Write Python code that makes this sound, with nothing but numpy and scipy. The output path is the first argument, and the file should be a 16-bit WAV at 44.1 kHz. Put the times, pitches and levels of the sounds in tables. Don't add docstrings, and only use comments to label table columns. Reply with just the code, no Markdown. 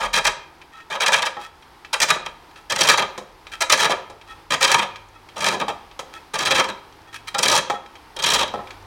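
import sys
import numpy as np
from scipy import signal
from scipy.fft import rfft, irfft, next_fast_len
from scipy.io import wavfile
from scipy.ndimage import map_coordinates

SR = 44100
rng = np.random.default_rng(int(sys.argv[2]) if len(sys.argv) > 2 else 0)


def generate_wav(sig):
    pcm = np.round(np.clip(np.atleast_2d(sig).T, -1, 1) * 32767).astype(np.int16)
    wavfile.write(sys.argv[1], SR, pcm)


N = 390726

# time in seconds, lower ring in dB (the upper ring takes the opposite).
RING_BALANCE = [(0, 1.5), (2.2, 0.5), (3.8, 1), (6.5, 0.4), (8.4, -2.5)]


def cutting(frame_db=1.5):
    force = np.zeros(N)
    for start_s, length_s, level_db, (thump_db, body_db, crack_db) in chips():
        snaps = fractures(length_s, rate_per_s=750, spread_db=6.0)
        burst = signal.fftconvolve(snaps, bending())
        ring_db = np.interp(start_s, *np.transpose(RING_BALANCE))
        colour = [(150, thump_db + frame_db), (380, thump_db),
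                  (650, body_db), (1150, body_db),
                  (1700, ring_db), (2400, ring_db),
                  (3200, -ring_db), (3700, -ring_db), (4500, crack_db)]
        chip = coloured(burst, lambda hz: amp(along(colour, hz)), size=2048)
        add(force, start_s, amp(level_db) * chip)
    return lathe(force, broad_db=-7.0)


# start in seconds, length in seconds, relative level in dB.
BITES = [(0, .066, -22), (.128, .026, -13), (0.153, 0.036, -13), (0.239, 0.044, -12.5), (0.898, 0.066, -24),
         (1.001, 0.041, -13.5), (1.058, 0.03, -11.5), (1.114, 0.013, -13.5), (1.127, 0.017, -7),
         (1.153, 0.041, -19.5), (1.219, 0.014, -13.5), (1.249, 0.027, -18), (1.928, 0.017, -11),
         (2.002, .007, -11), (2.015, 0.028, -10), (2.075, 0.02, -18), (2.093, 0.021, -8),
         (2.133, .028, -25), (2.251, 0.019, -23.5), (2.696, 0.034, -17), (2.751, 0.017, -17),
         (2.779, 0.018, -17), (2.795, .027, -11.5), (2.828, 0.032, -16), (2.868, .018, -12),
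         (2.886, .022, -4.5), (2.911, 0.035, -14.5), (2.973, .03, -13), (3.014, .015, -18),
         (3.604, 0.026, -13.5), (3.694, 0.021, -11), (3.716, 0.027, -9), (3.773, 0.017, -20),
         (3.79, .022, -12), (3.814, 0.05, -13), (3.894, 0.03, -16), (4.503, 0.047, -15.5),
         (4.603, .013, -14.5), (4.618, 0.037, -9.5), (4.67, 0.038, -16.5), (4.711, .042, -11),
         (4.777, 0.026, -15.5), (4.814, .026, -19.5), (5.359, 0.038, -29), (5.402, 0.034, -22),
         (5.442, 0.0057, -10), (5.453, 0.038, -14), (5.5, 0.056, -24), (5.594, 0.034, -22),
         (5.679, 0.028, -25.5), (6.335, .031, -19.5), (6.378, 0.059, -20), (6.45, 0.035, -14.5),
         (6.499, .028, -11), (6.545, .066, -13), (6.634, .025, -25.5), (6.68, 0.023, -24.5),
         (7.342, 0.0078, -17), (7.38, 0.015, -13), (7.424, .046, -13.5), (7.474, 0.032, -13.5),
         (7.511, 0.042, -15.5), (7.55, 0.039, -13.5), (8.164, 0.0034, -21), (8.188, .015, -21),
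         (8.221, .009, -18), (8.233, .014, -11), (8.259, 0.034, -13.5), (8.297, 0.033, -15.5),
         (8.334, .033, -13), (8.379, 0.057, -15.5), (8.476, .006, -24.5)]
# (thump dB, body dB, crack dB).
FULL_SPIN_DB, STANDSTILL_DB = (-1.5, -1, 1), (3, 4, -6)
ENTRY_DB = (-1, -1.5, 1)
CHIP_S = 0.02
CHIP_LEVEL_SCATTER_DB, CHIP_COLOUR_SCATTER_DB = 0.5, 1.57
USUAL_BITE_DB, DEEP_THINNING = -14, 0.25


def chips():
    for start_s, length_s, level_db in BITES:
        count = max(round(length_s / CHIP_S), 1)
        thinning_db = DEEP_THINNING * (level_db - USUAL_BITE_DB) * np.array([1, 1, 0])
        for k, (size, *tint) in enumerate(rng.standard_normal((count, 4))):
            chip_s = start_s + k * length_s / count
            speed, stroke_db = spin(chip_s)
            entering = (count - 1 - 2 * k) / max(count - 1, 1)
            weights = [speed, 1 - speed, entering]
            motion_db = np.dot(weights, [FULL_SPIN_DB, STANDSTILL_DB, ENTRY_DB])
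            colour_db = stroke_db - thinning_db + motion_db + CHIP_COLOUR_SCATTER_DB * np.array(tint)
            yield chip_s, length_s / count, level_db + CHIP_LEVEL_SCATTER_DB * size, colour_db


# start in seconds, length in seconds, thump in dB, body in dB, crack in dB.
STROKES = [(0, 1, -1.5, 0, -1.5), (.89, 0.87, -4.5, 1, -4), (1.88, 0.3, -5, -3, -.5),
           (2.66, 0.43, 1.5, -1.5, 0), (3.58, 0.39, 0, -0.5, 0.5), (4.5, 0.39, 0, -0.5, -0.5),
           (5.35, .3, 6, 1, -2), (6.3, 0.54, 5, 0.5, -1.5), (7.33, 0.47, 4.5, 0.5, 1),
           (8.14, .37, 3, -2.5, 0)]
SPIN_SKEW = 0.5


def spin(s):
    start_s, length_s, *stroke_db = min(STROKES, key=lambda row: abs(row[0] + row[1] / 2 - s))
    progress = np.clip((s - start_s) / length_s, 0, 1)
    return np.sin(np.pi * progress ** SPIN_SKEW), np.array(stroke_db)


def fractures(length_s, rate_per_s, spread_db):
    size = max(int(length_s * SR), 32)
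    sign = rng.choice([-1, 1], size)
    snaps = (rng.random(size) < rate_per_s / SR) * sign * amp(spread_db * rng.standard_normal(size))
    hiss = 0.072 * rng.standard_normal(size)
    pressure = np.sin(np.pi * np.arange(size) / size)
    return unit((snaps + hiss) * np.sqrt(pressure)) / np.sqrt(2)


def bending(delay_s=0.0061, dispersion=0.38, direct_hz=4500, prompt=0.26):
    def envelope(hz, t):
        bass_lag = delay_s * (1000 / np.maximum(hz, 200)) ** dispersion
        lag_s = bass_lag / (1 + (np.minimum(hz, 7000) / direct_hz) ** 2)
        u = (t + 0.00027) / lag_s
        return np.sqrt(u) * np.exp(-u / 2)
    response = diffuse(envelope, seconds=0.093, size=64)
    response[0] += prompt
    strength = np.abs(rfft(response, 2 ** 13))
    response = coloured(response, lambda hz: 1 / (strength + 0.81))
    return response / np.linalg.norm(response)


# centre in Hz, width in Hz before the peak is sharpened, relative level in dB.
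RESONANCES = [(151, 32, -11), (201.5, 27, -12.5), (424, 49, -12.5), (530.6, 43, -2), (619, 116, -3.5),
              (843, 78, -1.5), (944, 122, 2.5), (1110, 31, -3.5), (1237, 133, 3), (1679, 157, -0.5),
              (1880, 150, -6), (1970, 27, -16), (2317, 53, -1), (2424, 75, 0.5), (2625, 45, -3),
              (3209, 103, 3), (3600, 15, 0.5), (3830, 12.3, 2), (3976, 170, -3), (4780, 64, -4),
              (5646, 310, -7.5), (6290, 980, -15), (8060, 240, -15), (9140, 240, -12.5),
              (10880, 280, -14.5)]
# frequency in Hz, relative gain in dB.
TEARING = [(40, -62), (80, -12.5), (140, -16.5), (260, -11), (450, -1), (900, -4), (1400, -3.5), (2500, 0),
           (2850, -3.5), (3150, -1), (5000, -4), (7500, -7.5), (11000, -21), (16000, -26)]


def lathe(force, broad_db=-6):
    def gain(hz):
        modes = sum((amp(db) * peak(hz, centre_hz, width_hz) ** 1.53) ** 2
                    for centre_hz, width_hz, db in RESONANCES)
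        top_roll = 1 + (hz / 11000) ** 6
        broad = amp(along(TEARING, hz) + broad_db)
        return unit(np.sqrt(modes / top_roll + broad ** 2))
    return coloured(force, gain)


# time in seconds, strength in dB, thud and click in dB relative to the strength.
KNOCKS = [(1.368, -18.5, -6.5, -29), (2.16, -23, 3.5, -25), (3.178, -30, 10, 5), (3.895, -20.5, 11.5, -20),
          (4.099, -33.5, 6, -2.5), (5.53, -18.5, 7, -25), (5.682, -17, -8, -5), (5.992, -25.5, 0, 4),
          (7.347, -11, -20, -20), (7.699, -9.5, -7, -10), (8.538, -16, 2.5, -18), (8.59, -23, 0, -26)]
# frequency in Hz, relative level in dB, t60 in seconds.
STEEL_MODES = [(817, 2, 0.18), (1310, -3.5, 0.19), (1560, -25, .08), (1847, -9, 0.097), (2350, -34, 0.11),
               (2564, -12, 0.057), (3340, -14.5, .1), (3900, -19.5, 0.097)]
# frequency in Hz, relative level in dB, t60 in seconds.
WOOD_MODES = [(140, -9, .15), (215, -5, 0.15), (304, -7, .12), (372.6, 1.5, 0.17), (447, -2.5, 0.19),
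              (516, 7.5, 0.084), (597, -4, 0.19), (717, 8.5, 0.07), (1030, 6, 0.075)]
REBOUND_S, REBOUND_DB = 0.036, -8


def knocks(steel_db=-13.0, wood_db=-18.5, click_db=-4, click_t60_s=0.078, rattle_db=-14, rattle_t60_s=0.18):
    ring, clicks, rattle = np.zeros((3, N))
    t = np.arange(SR // 2) / SR
    for s, db, thud_db, bright_db in KNOCKS:
        add(ring, s, amp(db + steel_db) * ringing(STEEL_MODES, attack_s=0.00061, detune=0.015))
        for late_s, loss_db in [(0, 0), (REBOUND_S, REBOUND_DB)]:
            thud = ringing(WOOD_MODES, attack_s=0.002, detune=0.021)
            add(ring, s + late_s, amp(db + thud_db + wood_db + loss_db) * thud)
        click_decay = amp(db + bright_db + click_db - 60 * t / click_t60_s)
        add(clicks, s, click_decay * rng.standard_normal(len(t)))
        taps = unit(rng.standard_normal(len(t)) * (rng.random(len(t)) < 400 / SR))
        add(rattle, s, amp(db + rattle_db - 60 * t / rattle_t60_s) * taps)
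    dull_curve = [(1200, 3.5), (2500, -7.5), (8000, -21)]  # Hz, dB
    dull = coloured(rattle, lambda hz: amp(along(dull_curve, hz)))
    return ring + lathe(clicks + dull)


def ringing(modes, attack_s, detune=0.015, scatter_db=2):
    t = np.arange(SR // 2) / SR
    x = np.zeros(len(t))
    for hz, db, t60_s in np.repeat(modes, 2, axis=0):
        decay = amp(db + rng.normal(0, scatter_db) - 60 * t / t60_s)
        x += decay * np.sin(2 * np.pi * (hz * rng.normal(1, detune) * t + rng.random()))
    return x * (1 - np.exp(-t / attack_s))


# time in seconds, relative level in dB.
TICKS = [(0.6155, -31), (0.8021, -35), (1.624, -35), (1.8478, -26), (2.5591, -30.5), (3.4685, -26),
         (3.5354, -22), (4.2135, -32.5), (4.9586, -23), (5.288, -30.5), (5.913, -33), (7.861, -33),
         (7.9543, -29.5), (8.6722, -29), (8.7062, -22.5)]


def ticks(level_db=0, t60_s=0.061):
    force, t = np.zeros(N), np.arange(SR // 8) / SR
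    for s, db in TICKS:
        add(force, s, amp(db + level_db - 60 * t / t60_s) * rng.standard_normal(len(t)))
    light_curve = [(800, -13.0), (2500, -3.5), (8000, -16)]  # Hz, dB
    return coloured(lathe(force), lambda hz: amp(along(light_curve, hz)))


def shavings(rate_per_s=9, level_db=-49, spread_db=4, t60_s=0.02):
    force, t = np.zeros(N), np.arange(SR // 20) / SR
    for when, brightness in rng.random((int(rate_per_s * N / SR), 2)):
        decay = amp(level_db + spread_db * rng.standard_normal() - 60 * t / t60_s)
        chip = decay * rng.standard_normal(len(t))
        tinted = coloured(chip, lambda hz: peak(hz, 2000 + 5000 * brightness, 3500), size=512)
        add(force, when * N / SR, tinted)
    return lathe(force)


# start in seconds, length in seconds, relative grit level in dB, relative squeak level in dB.
RUBS = [(0.718, 0.11, -47.5, -41), (1.392, 0.081, -35.5, -41), (2.563, 0.032, -43.5, -50),
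        (3.515, 0.043, -31, -36), (4.272, 0.064, -42, -40.5), (5.131, 0.037, -54, -47),
        (6.127, 0.061, -37.5, -39), (7.067, 0.029, -52, -44), (7.126, 0.049, -30, -39),
        (7.272, 0.024, -24, -44), (7.733, 0.03, -39, -34)]


def rubs(width_hz=48, upper_db=3):
    grit, drag = np.zeros((2, N))
    for start_s, length_s, grit_db, squeak_db in RUBS:
        add(grit, start_s, amp(grit_db) * fractures(length_s, rate_per_s=5000, spread_db=8.5))
        add(drag, start_s, amp(squeak_db) * fractures(length_s, rate_per_s=8000, spread_db=1))
    squeak_curve = [(800, -14.5), (1300, 2.5), (2500, upper_db)]  # Hz, dB
    grit_curve = [(700, -15), (1600, -0.5), (7000, -6.5), (11000, -1.5)]

    def squeak_gain(hz):
        steel = sum(amp(db) * peak(hz, centre_hz, width_hz) ** 2.0 for centre_hz, db, _ in STEEL_MODES)
        return unit(steel * amp(along(squeak_curve, hz)))
    squeak = coloured(drag, squeak_gain)
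    return squeak + coloured(lathe(grit), lambda hz: amp(along(grit_curve, hz)))


# frequency in Hz, t60 in seconds.
PORCH_DECAY = [(150, 0.7), (900, 0.56), (3000, 0.45), (7000, 0.31), (15000, 0.11)]


def porch(x):
    def envelope(hz, t):
        return amp(-60 * t / along(PORCH_DECAY, hz)) * (1 - np.exp(-t / 0.0035))
    tail = diffuse(envelope, seconds=0.93, size=256)
    return signal.fftconvolve(x, tail)[:N]


# frequency in Hz, relative gain in dB.
GARDEN_COLOUR = [(25, -4.5), (70, 5), (130, -9), (220, -5.5), (330, 2.5), (600, -6.5), (880, 4.5),
                 (1100, -1), (1500, -5), (3000, -11.5), (5000, -14.5), (7000, -24), (10000, -24),
                 (16000, -30)]
# time in seconds, level in dB.
GARDEN_LEVEL = [(0, -52), (1.7, -50), (3.3, -48.5), (7, -48.5), (8.86, -46.5)]
# time in seconds, pitch in Hz, rms level in dB.
ENGINE = [(0, 83.2, -71), (2.8, 81.3, -72), (3.8, 97.6, -62.5), (5.3, 100.4, -57.5), (6.4, 95.2, -70.5),
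          (7.3, 102, -58), (8.2, 99.2, -66), (8.86, 95.7, -47.5)]
# time in seconds, rms level in dB.
RUMBLE_LEVEL = [(0, -43), (.3, -45), (.45, -69), (2.3, -61.5), (4.7, -60.5), (7.8, -64), (8.3, -49.5),
                (8.86, -55)]


def outdoors(hum_hz=150, hum_peak_db=-64, drift_db=1):
    def wobble(count):
        return map_coordinates(rng.standard_normal(count), [np.linspace(0, count - 1, N)])
    air = unit(coloured(rng.standard_normal(N), lambda hz: amp(along(GARDEN_COLOUR, hz))))
    air_db = curves(GARDEN_LEVEL)[0] + drift_db * wobble(count=60)
    rumble = unit(coloured(rng.standard_normal(N), lambda hz: peak(hz, 40.3, 9.1) ** 2))
    engine_hz, engine_db = curves(ENGINE)
    waver = wobble(count=80)
    engine_phase = 2 * np.pi * np.cumsum(engine_hz + waver) / SR
    engine = amp(engine_db + 2 * waver) * np.sqrt(2) * np.sin(engine_phase)
    hum = amp(hum_peak_db) * np.sin(2 * np.pi * hum_hz * np.arange(N) / SR)
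    return amp(air_db) * air + amp(curves(RUMBLE_LEVEL)[0]) * rumble + engine + hum


def amp(db):
    return 10 ** (np.asarray(db) / 20)


def unit(x):
    return x / np.sqrt(np.mean(x ** 2) + 1e-20)


def along(points, hz):
    f, v = np.transpose(points)
    return np.interp(np.log(hz + 1), np.log(f + 1), v)


def curves(rows):
    s, *cols = np.transpose(rows)
    return [np.interp(np.arange(N) / SR, s, c) for c in cols]


def add(track, s, x):
    start = int(np.clip(round(s * SR), 0, N))
    track[start:start + len(x)] += x[:N - start]


def coloured(x, gain, size=8192):
    cepstrum = irfft(np.log(np.maximum(gain(np.fft.rfftfreq(size, 1 / SR)), 1e-6)))
    cepstrum[1:size // 2] *= 2
    cepstrum[size // 2 + 1:] = 0
    return signal.fftconvolve(x, irfft(np.exp(rfft(cepstrum))))[:len(x)]


def peak(hz, centre_hz, width_hz):
    return hz * width_hz / np.hypot(centre_hz ** 2 - hz ** 2, hz * width_hz)


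def diffuse(envelope, seconds, size):
    hz, t, z = signal.stft(rng.standard_normal(int(seconds * SR)), SR, nperseg=size)
    shape = envelope(hz[:, None], t)
    shape = shape / np.linalg.norm(shape, axis=1, keepdims=True)
    x = signal.istft(z * shape, SR, nperseg=size)[1]
    return x / np.linalg.norm(x)


def scene():
    work = cutting() + knocks() + ticks() + shavings() + rubs()
    return (work + amp(-10.0) * porch(work) + outdoors())[None]


TOP_HZ = 16100


def record(dry):
    held = dry / (1 + np.abs(dry) ** 6) ** (1 / 6)
    size = next_fast_len(N + SR // 2)
    in_band = np.fft.rfftfreq(size, 1 / SR) < TOP_HZ
    return irfft(rfft(held, size) * in_band, size)[:, :N]


dry = scene()
out = record(dry)
generate_wav(out)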